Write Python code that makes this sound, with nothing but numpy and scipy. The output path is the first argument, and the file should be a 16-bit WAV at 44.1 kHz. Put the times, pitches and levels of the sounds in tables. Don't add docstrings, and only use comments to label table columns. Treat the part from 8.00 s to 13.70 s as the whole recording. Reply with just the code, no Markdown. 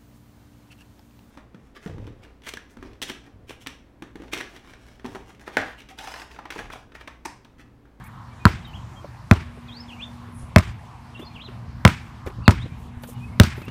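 import sys
import numpy as np
from scipy import signal
from scipy.fft import rfft, irfft, next_fast_len
from scipy.io import wavfile
from scipy.ndimage import uniform_filter1d

SR = 44100
rng = np.random.default_rng(int(sys.argv[2]) if len(sys.argv) > 2 else 0)


def convert_level_to_amplitude(level_db):
    exponent = np.asarray(level_db, float) / 20
    return 10 ** exponent


def dump_mix(stems):
    frames = np.atleast_2d(stems).T
    limited = np.clip(frames, -1, 1)
    pcm = np.round(limited * 32767).astype(np.int16)
    wavfile.write(sys.argv[1], SR, pcm)


N = 251370


def noise(size):
    return rng.standard_normal(size)


def colour(x, points):
    hz, db = np.transpose(points)
    size = next_fast_len(len(x))
    f = np.arange(size // 2 + 1) * SR / size + 1
    gain = convert_level_to_amplitude(np.interp(np.log(f), np.log(hz), db, -90, -90))
    return irfft(rfft(x, size) * gain, size)[:len(x)]


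def unit(x):
    return x / np.sqrt(np.mean(x ** 2))


def band(x, low_hz, high_hz):
    edges = [low_hz, min(high_hz, SR / 2.2)]
    return signal.sosfilt(signal.butter(2, edges, "band", fs=SR, output="sos"), x)


def fade(t, t60_s):
    return np.exp(-np.log(1000) * t / t60_s)


def walk(rate_hz, size=N):
    k = int(SR / rate_hz)
    steps = np.repeat(noise(size // k + 1), k)
    return unit(uniform_filter1d(uniform_filter1d(steps, k), k)[:size])


def add(out, start_s, x):
    i = int(start_s * SR)
    out[i:i + len(x)] += x[:N - i]


def smear(x, tail):
    return signal.fftconvolve(x, tail / np.sqrt(np.sum(tail ** 2)))[:len(x)]


def whistle(hz, gain):
    return np.sqrt(2) * gain * np.sin(2 * np.pi * np.cumsum(hz) / SR)


# time_s, rumble_db, hiss_db
TRAFFIC_SWELLS = [(0, -41.5, -49.5), (.3, -45, -50.5), (.6, -40, -49.5), (1.6, -42, -50),
                  (2.13, -44, -49.5), (2.67, -38.5, -50), (2.94, -42.5, -50.5), (3.95, -37, -50),
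                  (4.3, -42, -51.5), (4.54, -32.5, -51), (4.7, -40, -49.5), (5.06, -42, -50.5),
                  (5.7, -35.5, -48.5)]
# freq_hz, level_db
RUMBLE_TONE = [(25, -36), (45, -3.5), (70, 3), (105, 1.5), (121, 8), (150, -3.5), (200, -5), (300, -17.5),
               (400, -30)]
# freq_hz, level_db
HISS_TONE = [(250, -0.5), (400, -9), (560, -7.5), (800, -2.5), (1050, -0.5), (1250, -6), (1500, -10),
             (2300, -14.5), (3600, -20), (7000, -27.5), (14000, -36), (16000, -33)]


def traffic():
    t = np.arange(N) / SR
    time_s, rumble_db, hiss_db = np.transpose(TRAFFIC_SWELLS)
    gusts_db = np.interp(t, time_s, rumble_db) + 1.8 * walk(9)
    rumble = unit(colour(noise(N), RUMBLE_TONE)) * convert_level_to_amplitude(gusts_db)
    hiss = 0
    for hz in 300 * 2 ** np.arange(0, 6, .5):
        drift_db = 1.2 * walk(2.5) + 2.2 * walk(18)
        hiss = hiss + band(noise(N), hz / 1.2, hz * 1.2) * convert_level_to_amplitude(drift_db)
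    hiss = colour(hiss, HISS_TONE)
    hiss = hiss / np.std(band(hiss, 580, 2600)) * convert_level_to_amplitude(np.interp(t, time_s, hiss_db))
    return rumble + hiss


# time_s, level_db
HUM_SWELLS = [(0, -54.5), (.7, -56.5), (1.2, -69), (1.5, -45), (2.4, -47), (2.7, -64), (3.2, -49.5),
              (3.9, -50), (4.4, -60), (4.9, -46), (5.35, -43.5), (5.7, -59)]


def mains_hum():
    hum_hz, low_db = 239.3, -12.5
    high = whistle(hum_hz + .6 * walk(3), convert_level_to_amplitude(1.2 * walk(7)))
    low = whistle(hum_hz / 2 + 1.5 * walk(4), convert_level_to_amplitude(low_db + 3 * walk(5)))
    t = np.arange(N) / SR
    return (high + low) * convert_level_to_amplitude(np.interp(t, *np.transpose(HUM_SWELLS)))


# time_s, pitch_hz, level_db
NEAR_PHRASES = [
    [(1.668, 5680, -76), (1.686, 3428, -54), (1.698, 3180, -50), (1.742, 3991, -49), (1.784, 4860, -49.5),
     (1.788, 4827, -69), (1.806, 5174, -48), (1.826, 5317, -68), (1.832, 4960, -45), (1.843, 3871, -59)],
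    [(1.878, 3643, -47), (1.892, 3279, -51), (1.92, 2470, -43.5), (1.938, 2890, -43), (1.942, 2860, -59),
     (1.97, 2194, -59), (2.004, 2450, -49), (2.026, 3470, -41), (2.042, 3605, -36), (2.06, 3583, -80)],
    [(3.137, 3799, -67), (3.153, 2740, -55), (3.167, 2730, -50), (3.177, 3760, -51), (3.181, 3870, -59),
     (3.191, 2820, -50), (3.199, 2798, -55), (3.221, 3495, -44.5), (3.235, 3530, -47), (3.246, 3600, -58)],
    [(3.338, 3768, -64), (3.366, 2750, -44), (3.378, 2370, -58), (3.39, 2230, -53), (3.414, 3197, -44),
     (3.426, 4100, -51), (3.432, 4100, -63), (3.454, 4100, -47), (3.484, 2730, -50), (3.495, 2551, -65)],
]
# start_s, length_s, start_hz, end_hz, level_db
SHORT_NOTES = [(.035, .035, 2150, 2280, -54), (0.063, 0.011, 2180, 2600, -45),
               (.26, 0.037, 4300, 4300, -67), (0.303, 0.043, 2330, 2280, -61), (.39, .055, 2480, 2450, -55),
               (.606, .036, 3480, 2700, -54), (.645, .018, 3890, 3570, -51.5),
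               (0.657, 0.043, 3230, 2940, -45), (0.727, 0.033, 2346, 3550, -50),
               (0.754, 0.018, 3530, 2800, -49), (.957, 0.029, 3210, 3210, -56),
               (1.13, .04, 2440, 2490, -66), (1.627, .05, 2900, 2860, -62), (1.68, 0.025, 2520, 2460, -60),
               (3.213, 0.032, 2600, 2630, -58), (3.243, 0.023, 4170, 5200, -57),
               (3.263, 0.022, 4240, 4260, -47.5), (3.291, 0.049, 2460, 2370, -57),
               (4.41, 0.044, 2400, 3000, -58), (4.447, 0.035, 2950, 2320, -52),
               (4.431, .022, 4300, 4930, -58), (4.451, .025, 4800, 3200, -51),
               (4.581, .075, 2850, 4350, -47.5), (4.688, 0.084, 2280, 2520, -56.5),
               (5.14, 0.063, 2930, 2870, -58), (5.2, 0.067, 2430, 2590, -50), (5.27, .03, 2140, 2220, -60),
               (5.322, .028, 2170, 2150, -58), (5.62, 0.033, 2750, 2430, -51),
               (5.655, 0.052, 2650, 2940, -53)]


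def birds():
    song, flutter = np.zeros(N), convert_level_to_amplitude(3.3 * walk(90))
    for phrase in NEAR_PHRASES:
        time_s, hz, db = np.transpose(phrase)
        t = np.arange(time_s[0], time_s[-1], 1 / SR)
        edges = np.minimum(t - time_s[0], time_s[-1] - t).clip(0, .004) / .004
        glide_hz = uniform_filter1d(np.interp(t, time_s, hz), size=150)
        add(song, time_s[0], whistle(glide_hz, convert_level_to_amplitude(np.interp(t, time_s, db)) * edges))
    for start_s, length_s, start_hz, end_hz, db in SHORT_NOTES:
        size = int(length_s * SR)
        glide_hz = np.linspace(start_hz, end_hz, size)
        add(song, start_s, whistle(glide_hz, convert_level_to_amplitude(db) * np.sqrt(np.hanning(size))))
    song = song * flutter
    tail_db, tail_t60_s = -3.5, 0.17
    trees = noise(SR // 3) * fade(np.arange(SR // 3) / SR, tail_t60_s)
    return song + convert_level_to_amplitude(tail_db) * smear(song, trees)


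def brush(rows):
    out = np.zeros(N)
    for start_s, length_s, db, low_hz, high_hz in rows:
        size = int(length_s * SR)
        hiss = unit(band(band(noise(size), low_hz, high_hz), low_hz, high_hz))
        shape = np.sqrt(np.sin(np.pi * np.linspace(0, 1, size) ** 0.4).clip(0))
        grain = convert_level_to_amplitude(db + 1.6 * walk(180, size=size))
        add(out, start_s, grain * hiss * shape)
    return out


# start_s, length_s, level_db, low_hz
SCUFFS = [(.039, .016, -56, 6000), (.054, 0.033, -56, 8000), (.672, .02, -63, 10060),
          (3.19, 0.053, -62, 5000), (4.259, 0.037, -55.5, 5000), (4.778, 0.11, -66, 6000),
          (5.023, 0.07, -54.5, 9000), (5.034, 0.0086, -46, 2980), (5.072, .04, -49, 5400),
          (5.088, 0.06, -53, 5340), (5.563, 0.079, -60.5, 8950), (5.648, .013, -55, 8000)]


def scuffs():
    top_hz = 15500
    return brush([row + (top_hz,) for row in SCUFFS])


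def ring(modes, t, scatter_db, detune):
    out = 0
    for hz, db, t60_s, rise_ms, swing in modes:
        a, b = noise(2)
        gain = swing * convert_level_to_amplitude(db + scatter_db * a)
        swell = 1 - np.exp(-1000 * t / rise_ms)
        tone = np.sin(2 * np.pi * hz * (1 + detune * b) * t)
        out = out + gain * swell * fade(t, t60_s) * tone
    return out


# freq_hz, level_db, t60_s, rise_ms, first_swing (+-1)
SHELL_MODES = [(91, .7, 1, 5, -1), (211, 21.6, .0147, .81, 1), (228.6, 17.5, .0235, .44, -1),
               (351, -10.5, .1, 4, -1)]


def shell_thump(t, pitch_ratio):
    lift_off_s = .019
    bass = ring(SHELL_MODES[:1], t, 0, 0) + ring(SHELL_MODES[1:], t * pitch_ratio, 0, 0)
    return bass / (1 + (t / lift_off_s) ** 4)


# freq_hz, level_db, t60_s, rise_ms, signed swing_factor
AIR_MODES = [(489, -11.5, 0.036, 0.84, -0.73), (677, -3.5, 0.035, 0.45, 0.53),
             (802, -8.5, 0.016, 0.38, 0.96), (956, -7.5, 0.038, 0.29, 1), (1273, -4.5, 0.039, 0.056, -0.28),
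             (1460, 11, 0.005, 0.018, -0.72), (2150, 0.5, 0.0088, 0.15, 0.96),
             (2750, -1.5, 0.015, 0.081, -0.7)]


def cavity_ping(t):
    return ring(AIR_MODES, t, scatter_db=3.8, detune=0.04)


# freq_hz, level_db
SLAP_TONE = [(1500, 8.5), (3000, 6.5), (4500, -0.5), (6500, -6.5), (9000, -30), (13000, -7), (16000, -30)]


def rubber_slap(t):
    return convert_level_to_amplitude(-4) * unit(colour(noise(len(t)), SLAP_TONE)) * fade(t, 0.01)


def step_echo(treble, t):
    step_hz, smear_t60_s = 1100, 0.014
    tail = noise(1500) * fade(t[:1500], smear_t60_s)
    return band(smear(treble, tail), step_hz / 1.7, step_hz * 1.31)


def board_rattle(t):
    return band(noise(len(t)), 1100, 7900) * fade(t, 0.031)


def wall_echo(bass, treble, rattle):
    bright = band(treble, 1800, 8000)
    return convert_level_to_amplitude(-4) * bass + convert_level_to_amplitude(-10.5) * treble + convert_level_to_amplitude(-10.5) * bright + convert_level_to_amplitude(-8.5) * rattle


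# freq_hz, level_db, t60_s
GARDEN_BANDS = [(72.7, -25, 0.54), (142, -28, 0.44), (300, -25.5, 0.24), (613, -17, 0.098),
                (1200, -29, 0.31), (1944, -35, 0.61), (2800, -39, 0.51), (4300, -38.5, 0.38),
                (6860, -46, 0.42), (12000, -47, 0.23)]


def garden_tail(t, slap_db):
    out = 0
    tilt_db = 1.43 + 0.35 * slap_db
    lumps_db = 1.6 * walk(130, size=len(t))
    build = 1 - np.exp(-t / .014)
    for hz, db, t60_s in GARDEN_BANDS:
        tail = unit(band(band(noise(len(t)), hz / 1.46, hz * 1.39), hz / 1.48, hz * 1.39))
        tail = tail * convert_level_to_amplitude(lumps_db + 1.6 * walk(60, size=len(t)))
        gain = convert_level_to_amplitude(db + tilt_db * np.log2(hz / 1000))
        out = out + gain * tail * fade(t, t60_s) * build
    return out


# start_s, blow_db, shell_pitch_ratio, slap_db, cavity_ring_db
BOUNCES = [(.4538, -1.8, 0.99, -3.5, 1), (1.3119, -0.2, 1.025, -5, -3), (2.561, .5, 0.97, -2.5, -2.5),
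           (3.8509, 1, 0.94, 0.5, 1.5), (4.4793, 1.5, 1.034, -3.5, 0.5), (5.3993, 3, 0.99, 2, -6)]
# wall_delay_ms, wall_db, far_house_delay_ms, far_house_db, garden_tail_db
LANDING_PLACES = [(22.4, -23, 80, -28.5, -.5), (22.2, -22.5, 100, -36, -3), (22.47, -7.5, 110, -34.5, -1.5),
                  (25.7, -9.5, 60, -28, -0.5), (28.7, -14.5, 51, -33, -1), (35.1, -13.5, 70, -25.5, 0.5)]


def ball():
    out, t = np.zeros(N), np.arange(SR // 2) / SR
    step_ms, step_db = 11.5, -8.5
    for bounce, place in zip(BOUNCES, LANDING_PLACES):
        start_s, blow_db, pitch_ratio, slap_db, ring_db = bounce
        wall_ms, wall_db, far_ms, far_db, tail_db = place
        bass = shell_thump(t, pitch_ratio)
        treble = convert_level_to_amplitude(ring_db) * cavity_ping(t) + convert_level_to_amplitude(slap_db) * rubber_slap(t)
        add(out, start_s, convert_level_to_amplitude(blow_db) * (bass + treble))

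        dull = step_echo(treble, t)
        add(out, start_s + step_ms / 1000, convert_level_to_amplitude(blow_db + step_db) * dull)

        rattle = board_rattle(t)
        wall = wall_echo(bass, treble, rattle)
        add(out, start_s + wall_ms / 1000, convert_level_to_amplitude(blow_db + wall_db) * wall)
        add(out, start_s + (wall_ms + step_ms) / 1000, convert_level_to_amplitude(blow_db + wall_db + step_db) * dull)

        far_house = bass + convert_level_to_amplitude(-7) * dull + convert_level_to_amplitude(-15) * rattle
        add(out, start_s + far_ms / 1000, convert_level_to_amplitude(blow_db + far_db) * far_house)
        add(out, start_s, convert_level_to_amplitude(tail_db) * garden_tail(t, slap_db))
    return out


def knock(hz, t60_s, grit_db):
    t = np.arange(SR // 6) / SR
    blur = unit(band(noise(len(t)), hz / 3, hz * 1.48))
    body = np.sin(2 * np.pi * hz * t) + 0.62 * blur
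    grit = unit(band(noise(len(t)), 420, 2300)) + 0.097 * noise(len(t))
    return (body + convert_level_to_amplitude(grit_db) * grit) * fade(t, t60_s) * (1 - np.exp(-t / 0.0019))


# start_s, level_db, pitch_hz, grit_db (relative to the knock)
PATS = [(1.044, -28, 570, -31), (1.573, -34, 406, -22), (3.194, -24.5, 324, -13), (3.225, -32, 388, -22),
        (3.409, -37, 300, -17), (3.485, -30.5, 382, -13), (4.263, -26, 520, -5.5), (4.272, -22.5, 373, -8),
        (4.299, -33.5, 390, -6), (4.658, -27.5, 300, -24), (5.035, -39.5, 515, 9), (5.086, -32.5, 484, -25),
        (5.578, -27.5, 410, -11), (5.616, -28, 199.3, -6), (5.680, -23.5, 244, -8)]


def pats():
    out = np.zeros(N)
    for start_s, db, hz, grit_db in PATS:
        add(out, start_s, convert_level_to_amplitude(db) * knock(hz, t60_s=0.044, grit_db=grit_db))
    return out


# start_s, length_s, level_db, low_hz, high_hz
INSECT_BANDS = [(2.32, 0.19, -62, 10600, 11000), (2.345, 0.12, -57, 8250, 10900),
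                (2.385, .07, -62.5, 5000, 8000)]


def insect():
    return brush(INSECT_BANDS)


# start_s, level_db, pitch_hz
FOOTFALLS = [(2.424, -22.5, 83.5), (4.262, -24.5, 74), (4.384, -23, 108), (4.413, -28, 75),
             (4.64, -24.5, 90), (4.719, -29, 99), (4.968, -27.5, 86)]


def footfalls():
    out = np.zeros(N)
    for start_s, db, hz in FOOTFALLS:
        add(out, start_s, convert_level_to_amplitude(db) * knock(hz, t60_s=0.086, grit_db=-37))
    return out


def scene():
    street = traffic() + mains_hum()
    player = scuffs() + pats() + footfalls()
    return (street + birds() + player + ball() + insect())[None]


def band_limit(x):
    return signal.sosfilt(signal.butter(12, 16470, fs=SR, output="sos"), x)


def record(dry):
    low_pass = signal.ellip(8, .2, 60, 15400, fs=SR, output="sos")
    clipped = np.clip(signal.sosfilt(low_pass, dry), -1, 1)
    return band_limit(clipped)


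dry = scene()
out = record(dry)
dump_mix(out)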